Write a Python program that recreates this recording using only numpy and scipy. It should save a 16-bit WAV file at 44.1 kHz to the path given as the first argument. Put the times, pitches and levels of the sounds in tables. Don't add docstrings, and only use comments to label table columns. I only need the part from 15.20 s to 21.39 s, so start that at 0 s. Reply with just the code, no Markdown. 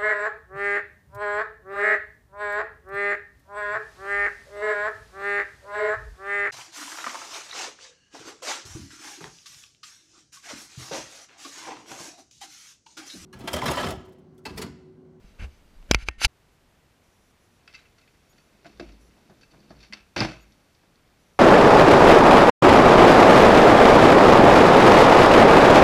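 import sys
import numpy as np
from scipy import signal
from scipy.fft import rfft, irfft, next_fast_len
from scipy.io import wavfile
from scipy.ndimage import map_coordinates

SR = 44100
rng = np.random.default_rng(int(sys.argv[2]) if len(sys.argv) > 2 else 0)


def bounce(signal):
    frames = np.transpose(np.atleast_2d(signal))
    limited = np.clip(frames, -1, 1)
    pcm = np.round(limited * 32767).astype(np.int16)
    wavfile.write(sys.argv[1], SR, pcm)


N = 272979
TIME = np.arange(N) / SR
CUT_S = 1.0702
CUT = round(CUT_S * SR)

# pitch_hz, level_db (per Hz)
HISS_SPECTRUM = [(12, -32), (24, -1), (70, -0.5), (187, -5), (388, -9), (1060, -14.5), (2320, -18),
                 (15500, -33.5)]
# time_s, level_db
GAIN_CONTROL = [
    (0, -1),
    (.7, 2),
    (.72, -12),
    (.88, -9.5),
    (.9, -24),
    (1.07, -60.5),
    (1.08, -1.5),
    (1.2, 0),
]
# pitch_hz, width_hz, level_db
CASE_LOW = [(390, 190, 3), (553, 670, -5.5), (800, 270, 2.5)]
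CASE_MID = [(1343, 130, -5.5), (1500, 300, -6.5), (2140, 270, -2), (2320, 180, 0.5), (2700, 200, -2),
            (2950, 440, -8)]
CASE_HIGH = [(3302, 620, -8.5), (4010, 87, -1), (4550, 160, -3), (5260, 120, -4.5), (6100, 170, -5)]
CASE_TOP = [(7200, 190, 1.5), (8584, 440, -5.5), (9850, 700, -0.5), (13200, 1600, -9)]
# start_s, peak_s, end_s, level_db, brightness_db
STROKES = [(-.05, 0.077, .25, -70, -0.5), (0.179, 0.201, .24, -51.5, -13.5),
           (0.193, 0.239, 0.27, -48.5, -9.5), (0.248, 0.326, 0.48, -70.5, -1),
           (0.673, 0.714, 0.82, -56.5, -15.5), (0.757, 0.825, .855, -49, -4),
           (0.852, 0.881, .893, -51, -0.5), (.87, 0.928, 1.0, -64, -8.5), (0.977, 0.989, 1.03, -52, -7),
           (0.995, 1.024, 1.05, -36.5, -1), (1.005, 1.041, 1.06, -29, 0), (1.035, 1.05, 1.062, -24, 0)]
# time_s, level_db
HAND_SHAKE = [
    (0, -56.5),
    (.17, -54),
    (.24, -38),
    (.31, -59.5),
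    (.68, -57),
    (.71, -35.5),
    (.8, -52),
    (.97, -57),
    (1.052, -46),
]
# start_s, pitch_hz, level_db, t60_s, direction
JOLTS = [(.045, 44.5, -39.5, 0.083, 1), (.043, 170, -42, .06, 1), (0.196, 61.6, -25, .2, 0.46),
         (0.223, 61, -23, 0.056, 0.84), (0.237, 69.3, -25.5, 0.2, -0.93), (0.564, 28.3, -39.5, 0.87, -1.03),
         (.7116, 250, -8.5, 0.0097, -1.9), (.7116, 520, -15, 0.011, -1.1), (.712, 55.9, -17, 0.29, 0.86),
         (0.7473, 110, -17, 0.017, -1.6), (.7505, 49.5, -17, 0.2, 1), (.826, 42, -28.5, 0.19, 0.94),
         (.8854, 500, -20, 0.0055, 0.86), (.886, 58, -30.5, 0.12, -2), (.98, 35, -37.5, 0.18, 1),
         (1.0165, 800, -13.5, 0.0052, 0.61), (1.048, 47.3, -15.5, 0.23, 0.98)]
# start_s, high_peak_db, mid_db, low_db, top_db
SNAPS = [
    (0.6256, -61.5, 3, 3, -9),
    (0.7114, -8, -3, -7, -11),
    (0.7352, -32, -1, -12, -4),
    (0.7451, -13.5, -2, -8, -14),
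    (0.7873, -44, -13, -22, -28),
    (0.8854, -23.5, -3, -3, -20),
    (0.9104, -57, 8, -4, -21.5),
    (1.046, -16.5, -3, -13, -13),
    (1.0505, -13, -9.5, -40, -5),
]
# start_s, pitch_hz, level_db, t60_s, direction
PANELS = [(.7118, 5940, -6, .01, -1), (.7122, 2770, -8, 0.011, -1), (.7363, 3000, -27, .012, 1),
          (.7458, 3000, -14, .012, 1), (.7125, 1400, -16, .012, 1), (.7123, 4920, -11, .014, 1),
          (.7459, 2410, -3, 0.012, 1), (.7473, 4550, -15, 0.012, -1), (.7475, 5900, -20, 0.011, 1),
          (.886, 2430, -5, 0.0054, 1), (.8871, 1610, -16, 0.0091, 1), (1.0168, 1450, -17, .004, 1),
          (1.0466, 2295, -10.5, .018, 1), (1.047, 2810, -12, 0.018, -1), (1.0495, 3990, -11, .018, -1),
          (1.0505, 4530, -14, .016, 1), (1.0505, 850, -17, 0.019, 1), (1.049, 7020, -24, .015, 1),
          (1.022, 6020, -31, 0.047, 1)]
# start_s, pitch_hz, level_db, t60_s
MOUNT_SPRING = [(.713, 5300, -27, 0.048), (.713, 4785, -31, .04), (.7465, 4610, -27, 0.03),
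                (.713, 7400, -27, 0.027), (.713, 2700, -37.5, 0.1), (.747, 2137, -38, 0.12),
                (.747, 2650, -29.5, 0.051), (.747, 1845, -57, 0.46), (.887, 302, -44, 0.072),
                (.887, 1841, -52.5, .6), (.887, 2126, -51.5, 0.22), (.887, 2669, -48.5, 0.16),
                (1.052, 6100, -25.5, 0.028)]
# start_s, end_s, pitch_hz, level_db
PEEPS = [
    (.46, 0.583, 4730, -75),
    (1.32, 1.36, 11280, -77.5),
    (1.488, 1.507, 11240, -76),
    (3.033, 3.134, 5500, -78.5),
    (5.282, 5.325, 11280, -78),
]
# start_s, end_s, level_db
INSECTS = [
    (1.829, 2.12, -75),
    (2.09, 2.08, -76.5),
    (2.188, 2.3, -77),
    (2.3, 2.4, -76.5),
    (3.128, 3.3, -83),
    (3.802, 3.9, -77),
    (5.987, 6.4, -76),
    (2.45, 5.6, -80.5),
]
# pitch_hz, width_hz, level_db
WINGS = [(5700, 440, -1.5), (6220, 290, -3), (7020, 240, -4), (10910, 650, -4.5)]
# start_s, end_s, level_db
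WHINE_BURSTS = [
    (3.093, 3.127, 0),
    (5.205, 5.242, -1),
]
# pitch_hz, level_db
WHINE_LINES = [(6772, -72), (11278, -80), (13534, -79)]
# pitch_hz, width_hz, level_db
PORT_MID = [(1470, 400, -7.5), (2084, 165, -2.5), (2350, 300, -6), (2638, 89, 0), (2980, 530, -12)]
PORT_HIGH = [(3650, 240, -1.5), (3990, 110, -1), (4463, 230, 2), (5270, 200, -1.5), (5560, 320, -4.5),
             (6100, 330, -6)]
PORT_TOP = [(7100, 600, -4.5), (8500, 800, -25), (10400, 770, -5)]
# pitch_hz, width_hz, level_db
WOOD = [(124, 52, 1), (220.6, 28, 3), (277, 49, -1), (332.5, 44, 2.5), (436, 77, -8.5), (637, 163, 0),
        (936, 720, -8.5), (1650, 340, -8.5)]
# time_s, deck_rumble_db
ROLL = [(2.3, -69), (2.78, -77.5), (3.33, -67.5), (3.5, -61.5), (3.69, -54), (3.75, -62.5), (3.96, -63.5),
        (4.31, -68), (4.34, -59), (4.48, -58), (4.57, -56.5), (4.63, -66), (4.69, -76), (4.94, -75),
        (5.01, -64), (5.17, -63.5), (5.55, -74.5), (6.19, -72.5)]
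# pitch_hz, width_hz, level_db
DECK = [(147, 38, -0.5), (211.5, 29, 1), (292, 103, -2), (464, 490, -12)]
# start_s, peak_s, end_s, level_db
SAGS = [
    (3.423, 3.551, 3.7, -59),
    (3.546, 3.687, 3.8, -46),
    (3.601, 3.82, 4.0, -53.5),
    (4.1, 4.336, 4.4, -63),
    (4.448, 4.58, 4.75, -52.5),
    (4.65, 4.79, 4.93, -60.5),
    (4.96, 5.038, 5.13, -39.5),
    (5.003, 5.17, 5.4, -50.5),
]
# start_s, high_peak_db, mid_db, wood_db
CRACKS = [
    (2.4754, -41, 0, -23),
    (3.4444, -46.5, -4.5, -4.5),
    (4.7237, -39.5, 5, -10),
    (4.7325, -28, -6, -21.5),
    (4.7388, -32.5, -17, -23.5),
    (4.965, -30, 1, 4),
    (5.0036, -15, -9, -9.5),
]
# start_s, pitch_hz, level_db, t60_s
AXLE = [(2.478, 2620, -41, 0.042), (2.477, 5050, -50, .03), (2.549, 5000, -48, .05), (2.54, 4550, -48, .03),
        (2.55, 6100, -54, .06), (2.511, 2050, -52, .03), (2.477, 2110, -46, 0.038), (2.477, 4700, -45, .03),
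        (2.543, 2640, -40.5, 0.097), (2.543, 2080, -43.5, 0.086), (2.548, 4630, -45, 0.06),
        (2.58, 3920, -57, 0.15), (5.0045, 4550, -23, .025), (4.734, 4580, -30.5, 0.033),
        (2.79, 2050, -57, .05), (2.79, 1350, -57, .03), (2.826, 2600, -58, .08), (2.835, 2050, -59, .05),
        (2.876, 2050, -57, .05), (2.876, 2500, -59, .05), (3.2, 4500, -59, .05), (3.195, 2550, -59, .05)]
# start_s, high_peak_db
TICKS = [(2.5074, -47), (2.526, -42), (3.5113, -50), (3.572, -46), (3.72, -45.5), (4.4026, -45),
         (4.4925, -47.5), (4.588, -44.5), (4.628, -46), (5.3204, -45), (5.5472, -47.5), (5.7552, -51),
         (5.875, -55.5)]
# mid_db, wood_db, top_db, t60_s
TICK_SHAPE = (-13, -27, -25.5, -0.03)
# start_s, high_peak_db, mid_db
STEPS = [
    (2.5357, -42.5, -5),
    (2.5437, -45.5, 0),
    (2.5483, -41, -5.5),
    (2.5758, -53.5, 2.5),
    (2.651, -62, 7),
    (2.7808, -49.5, -7.5),
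    (2.8095, -55, -8),
    (2.8742, -58, 2.5),
]
# start_s, high_peak_db, mid_db, wood_db
EDGES = [(3.125, -55.5, -14, 0.5), (3.1792, -53, -2.5, -9.5), (3.4543, -49, 1.5, 3),
         (3.4628, -44.5, -7, -11), (3.5955, -35, -4, -4), (3.6886, -55.5, 4.5, -3.5),
         (3.9648, -59, -5, 3.5), (4.0963, -54.5, -22.5, 9), (4.23, -50.5, -5.5, -20),
         (4.3121, -49.5, -9.5, -23.5), (4.334, -63, -12.5, 12.5), (4.5032, -47, -10, 6),
         (5.63, -71, -1.5, 13.5)]
# start_s, pitch_hz, level_db, t60_s
THUDS = [(3.597, 286, -38, 0.25), (3.597, 346, -32, 0.12), (3.596, 470, -34, 0.06), (3.597, 614, -40, 0.15),
         (3.6, 680, -40, .15), (3.596, 1615, -32, 0.026), (3.6, 205, -43, 0.35), (3.6259, 346, -34, .08),
         (3.456, 684, -45, .1), (3.465, 300, -42, .05), (3.5, 300, -47, .05), (4.096, 200, -49, .15),
         (4.104, 370, -45, 0.08), (4.095, 810, -46, .03), (4.502, 200, -43, .12), (4.505, 350, -48, .1),
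         (4.505, 668, -49, .09), (4.41, 205, -51, .12), (4.735, 240, -53, 0.085), (4.7, 208, -45.5, 0.3),
         (4.963, 337.5, -26, 0.21), (5.006, 125, -23, 0.22), (5.01, 94, -25, 0.095),
         (5.008, 330, -34, 0.11)]
# start_s, pitch_hz, level_db, t60_s, direction
SLAPS = [(4.9652, 700, -17, .012, 1), (4.9885, 300, -20, .03, 1), (4.9955, 5200, -23, .02, 1),
         (5.0042, 4950, -10, .012, -1), (5.007, 4300, -24, .02, 1), (3.4525, 1490, -43, .03, 1),
         (5.0075, 230, -16, 0.027, -0.94), (5.0097, 260, -13.5, 0.018, 0.89), (5.0163, 900, -15.5, .012, 1),
         (5.0205, 450, -18, .015, 1), (4.7245, 2055, -33, .04, 1), (4.7336, 5160, -35, .03, 0.88),
         (4.7336, 2670, -36, .05, 1), (4.5046, 4450, -48, .02, 1), (4.6019, 2550, -51, .04, 1),
         (4.6283, 4510, -46, 0.063, 0.95), (4.6283, 2550, -52, .07, 0.84), (4.2177, 4550, -52.5, .04, 1),
         (4.2322, 4550, -50, .03, 0.85), (4.2322, 2610, -50.5, .04, 0.9), (4.233, 1610, -51, 0.039, 0.97),
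         (4.312, 4500, -52.5, .03, 0.97), (4.5655, 4500, -56.5, .03, 1), (4.4462, 4500, -59, 0.019, 1)]
# start_s, high_peak_db, mid_db
SCUFFS = [
    (4.2083, -53, -7.5),
    (4.6008, -47.5, -10),
    (4.6273, -46, -4),
]
# start_s, high_peak_db, mid_db, wood_db, t60_s
LANDING = [(4.961, -23.5, -0.5, -4, 0.038), (4.9751, -23, -2.5, -12, 0.034), (4.9854, -24.5, -8, -3, 0.036),
           (4.9947, -23, -4, -6, 0.014), (5.0078, -26.5, 2.5, 5.5, 0.03), (5.0164, -27, -3, 2.5, 0.072),
           (5.0299, -29.5, -3.5, -4.5, 0.098), (5.046, -33, -2, -3, .05), (5.085, -40, 0, -2, .05),
           (5.11, -46, 1, -2, .05), (5.155, -53, 2, 0, .04)]


def amp(db):
    return 10 ** (np.asarray(db, float) / 20)


def unit(x):
    return x / np.sqrt(np.mean(x ** 2) + 1e-20)


def curves(rows):
    times, *columns = np.transpose(rows)
    return [np.interp(TIME, times, column) for column in columns]


def wobble(rate):
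    knots = rng.standard_normal(int(N * rate / SR) + 4)
    return map_coordinates(knots, [TIME * rate])


def span(start, end, edge=0.0026):
    return np.clip(np.minimum(TIME - start, end - TIME) / edge, 0, 1)


def swell(start, peak, end, db):
    away = np.where(TIME < peak, (TIME - peak) / (peak - start), (TIME - peak) / (end - peak))
    return amp(db - 27.5 * away ** 2)


def grit(size_db):
    return unit(rng.standard_normal(N) * amp(size_db * wobble(500)))


def resonate(x, modes, damping=1):
    m = next_fast_len(len(x) + SR // 4)
    f = np.fft.rfftfreq(m, 1 / SR)
    h = 0
    for k, (hz, width, db) in enumerate(modes):
        h = h + (-1) ** k * amp(db) * 1j * f * width / (hz * hz - f * f + 1j * f * width * damping)
    return irfft(rfft(x, m) * h / np.sqrt(np.mean(np.abs(h) ** 2)), m)[:len(x)]


def ringing(rows, rise):
    out, t = np.zeros(N + SR), np.arange(SR // 2) / SR
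    for s, hz, db, t60, *direction in rows:
        ring = amp(db - 60 * t / t60) * np.sin(2 * np.pi * hz * t) * (1 - np.exp(-t / rise))
        out[round(s * SR):][:len(t)] += np.prod(direction) * ring * (1 - t / t[-1])
    return out[:N]


def knocks(table, offsets_db, tails_db, tails_t60, lengths, rise, step):
    t = np.arange(SR // 3) / SR
    echoes = amp(np.array(tails_db)[:, None] - 60 * t / np.array(tails_t60)[:, None]) * (1 - t / t[-1])
    lumps = np.pad(amp(2.1 * wobble(250)), (0, SR))
    steps = step * np.sqrt(SR / np.array([3720, 2000, 1000, 8000]))
    drive = np.zeros((4, N + SR))
    for s, db, mid_db, low_db, top_db, t60 in table:
        start = round((s + 0.0004) * SR)
        blow = amp(-60 * t / (max(t60, .002) * np.array(lengths)[:, None]))
        envelope = (blow + echoes * lumps[start:][:len(t)]) * (1 - np.exp(-t / rise))
        force = envelope * rng.standard_normal((4, len(t)))
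        force[:, round(3 * rise * SR)] -= steps
        level = amp(db + np.array([0, mid_db, low_db, top_db]) + offsets_db)[:, None]
        drive[:, start:][:, :len(t)] += level * force
    return drive[:, :N]


def hiss():
    hz, db = np.transpose(HISS_SPECTRUM)
    m = next_fast_len(N + SR // 2)
    f = np.fft.rfftfreq(m, 1 / SR)
    response = unit(amp(np.interp(np.log(f + 1), np.log(hz), db)))
    noise = irfft(rfft(rng.standard_normal(N), m) * response, m)[:N]
    return amp(-62 + curves(GAIN_CONTROL)[0] + 0.13 * wobble(8.3)) * noise


def rubbing():
    strokes = np.array([swell(*row[:4]) for row in STROKES])[:, :CUT] + 1e-7
    total = strokes.sum(0)
    stroke_db = 20 * np.log10(total)
    bright_db = np.array(STROKES)[:, 4] @ strokes / total
    rub = resonate(grit(.8)[:CUT] * amp(stroke_db), CASE_MID)
    rub += resonate(grit(1.9)[:CUT] * amp(stroke_db + bright_db), CASE_HIGH)
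    rub += resonate(grit(2.9)[:CUT] * amp(stroke_db + 1.2 * bright_db - 9), CASE_TOP)
    rub += resonate(grit(2.4)[:CUT] * amp(stroke_db - .4 * bright_db - 17), CASE_LOW)
    rub += resonate(grit(1.3)[:CUT] * amp(stroke_db - .9 * bright_db - 13), [(1510, 350, 0)])
    return rub


def hand_shake():
    tremor = resonate(rng.standard_normal(CUT), [(25, 33, 4.5), (69.48, 41, -10), (175, 53, -14.5)])
    return amp(curves(HAND_SHAKE)[0][:CUT]) * tremor


def snaps():
    forces = knocks([(*row, 0.019) for row in SNAPS],
                    offsets_db=[-6, -1.5, -0.5, -7.5], tails_db=[-23.5, -25.5, -29.5, -29.5],
                    tails_t60=[0.014, 0.038, 0.042, .035], lengths=[0.71, 0.98, 1.1, 1.3],
                    rise=0.00022, step=1.9)
    groups = (CASE_HIGH, CASE_MID, CASE_LOW, CASE_TOP)
    clicks = sum(resonate(f[:CUT], modes, damping=2.1) for f, modes in zip(forces, groups))
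    return clicks + ringing(PANELS, rise=.0002)[:CUT] + ringing(MOUNT_SPRING, rise=0.00085)[:CUT]


def handling():
    held = rubbing() + hand_shake() + ringing(JOLTS, rise=0.0003)[:CUT] + snaps()
    soft_top = signal.butter(2, 10500, fs=SR, output="sos")
    held = signal.sosfilt(soft_top, held)
    return np.pad(held, (0, N - CUT)) * span(-1, CUT_S, edge=0.001)


def peeps():
    return sum(amp(db + 1.5 * wobble(40)) * span(start, end) * np.sin(2 * np.pi * hz * TIME)
               for start, end, hz, db in PEEPS)


def insects():
    spells = sum(amp(db) * span(start, end, edge=0.0066) for start, end, db in INSECTS)
    return spells * amp(1.2 * wobble(33)) * resonate(rng.standard_normal(N), WINGS)


def electric_whine():
    partials = sum(amp(db + 6) * np.sin(2 * np.pi * hz * TIME) for hz, db in WHINE_LINES)
    return partials * sum(amp(db) * span(start, end) for start, end, db in WHINE_BURSTS)


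def rolling():
    rumble_db, = curves(ROLL)
    bearing_db = -74 + 0.376 * (rumble_db + 65.5)
    present = span(2.31, 7, edge=0.088)
    bearings = resonate(present * grit(2.7) * amp(bearing_db - 1.1), PORT_HIGH)
    bearings += resonate(present * grit(4.5) * amp(bearing_db), PORT_MID)
    rumble = resonate(grit(2.5) * amp(rumble_db + 1.35 * wobble(27)), DECK)
    sway = np.cumsum(53.6 * (1 + 0.0812 * wobble(7.8))) / SR
    flex = sum(swell(*row) for row in SAGS) * amp(0.53 * wobble(7.8)) * np.sin(2 * np.pi * sway)
    return bearings + present * (rumble + flex)


def top_share(db):
    return -17 - 0.39 * (db + 55)


def crack_forces():
    return knocks([(*row, top_share(row[1]) + 2, 0.022) for row in CRACKS],
                  offsets_db=[-4, -3, -2.5, 1], tails_db=[-20, -13.5, -9.5, -17],
                  tails_t60=[0.27, 0.39, 0.52, .27], lengths=[0.53, 1.43, 4, .7], rise=0.00041, step=0.2)


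def tick_forces():
    return knocks([row + TICK_SHAPE for row in TICKS],
                  offsets_db=[-2, -3, 2, -4.5], tails_db=[-16.5, -29, -21, -24],
                  tails_t60=[0.11, .2, .2, .2], lengths=[1.4, 1.1, 1.1, 1.1], rise=0.00048, step=0.48)


def blow_forces():
    rows = [(s, db, mid, -69.5 - db, 0.036) for s, db, mid in STEPS]
    rows += [(*row, 0.033) for row in EDGES]
    rows += [(*row, -14.5, 0.12) for row in SCUFFS]
    rows += LANDING
    return knocks([(s, db, mid, wood, top_share(db), t60) for s, db, mid, wood, t60 in rows],
                  offsets_db=[-9.5, -2.5, -3.5, -0.5], tails_db=[-16, -12, -9, -6.5],
                  tails_t60=[0.7, 0.56, 0.47, 0.58], lengths=[1.85, 1.03, 2.23, .9], rise=0.001, step=0.34)


def skateboard():
    forces = crack_forces() + tick_forces() + blow_forces()
    groups = (PORT_HIGH, PORT_MID, WOOD, PORT_TOP)
    clatter = sum(resonate(f, modes) for f, modes in zip(forces, groups))
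    rings = ringing(AXLE, rise=0.0017) + ringing(SLAPS, rise=0.00048) + ringing(THUDS, rise=0.0022)
    case_wall = signal.butter(2, 7500, fs=SR, output="sos")
    return signal.sosfilt(case_wall, rolling() + clatter + rings)


def scene():
    return (hiss() + handling() + peeps() + insects() + electric_whine() + skateboard())[None]


def roll_off(x):
    return signal.sosfilt(signal.butter(12, 16570, fs=SR, output="sos"), x)


def record(dry):
    band_limit = signal.ellip(8, .5, 60, 15020, fs=SR, output="sos")
    limited = signal.sosfilt(band_limit, dry)
    clipped = limited / (1 + np.abs(limited) ** 12) ** (1 / 12)
    return roll_off(clipped)


dry = scene()
out = record(dry)
bounce(out)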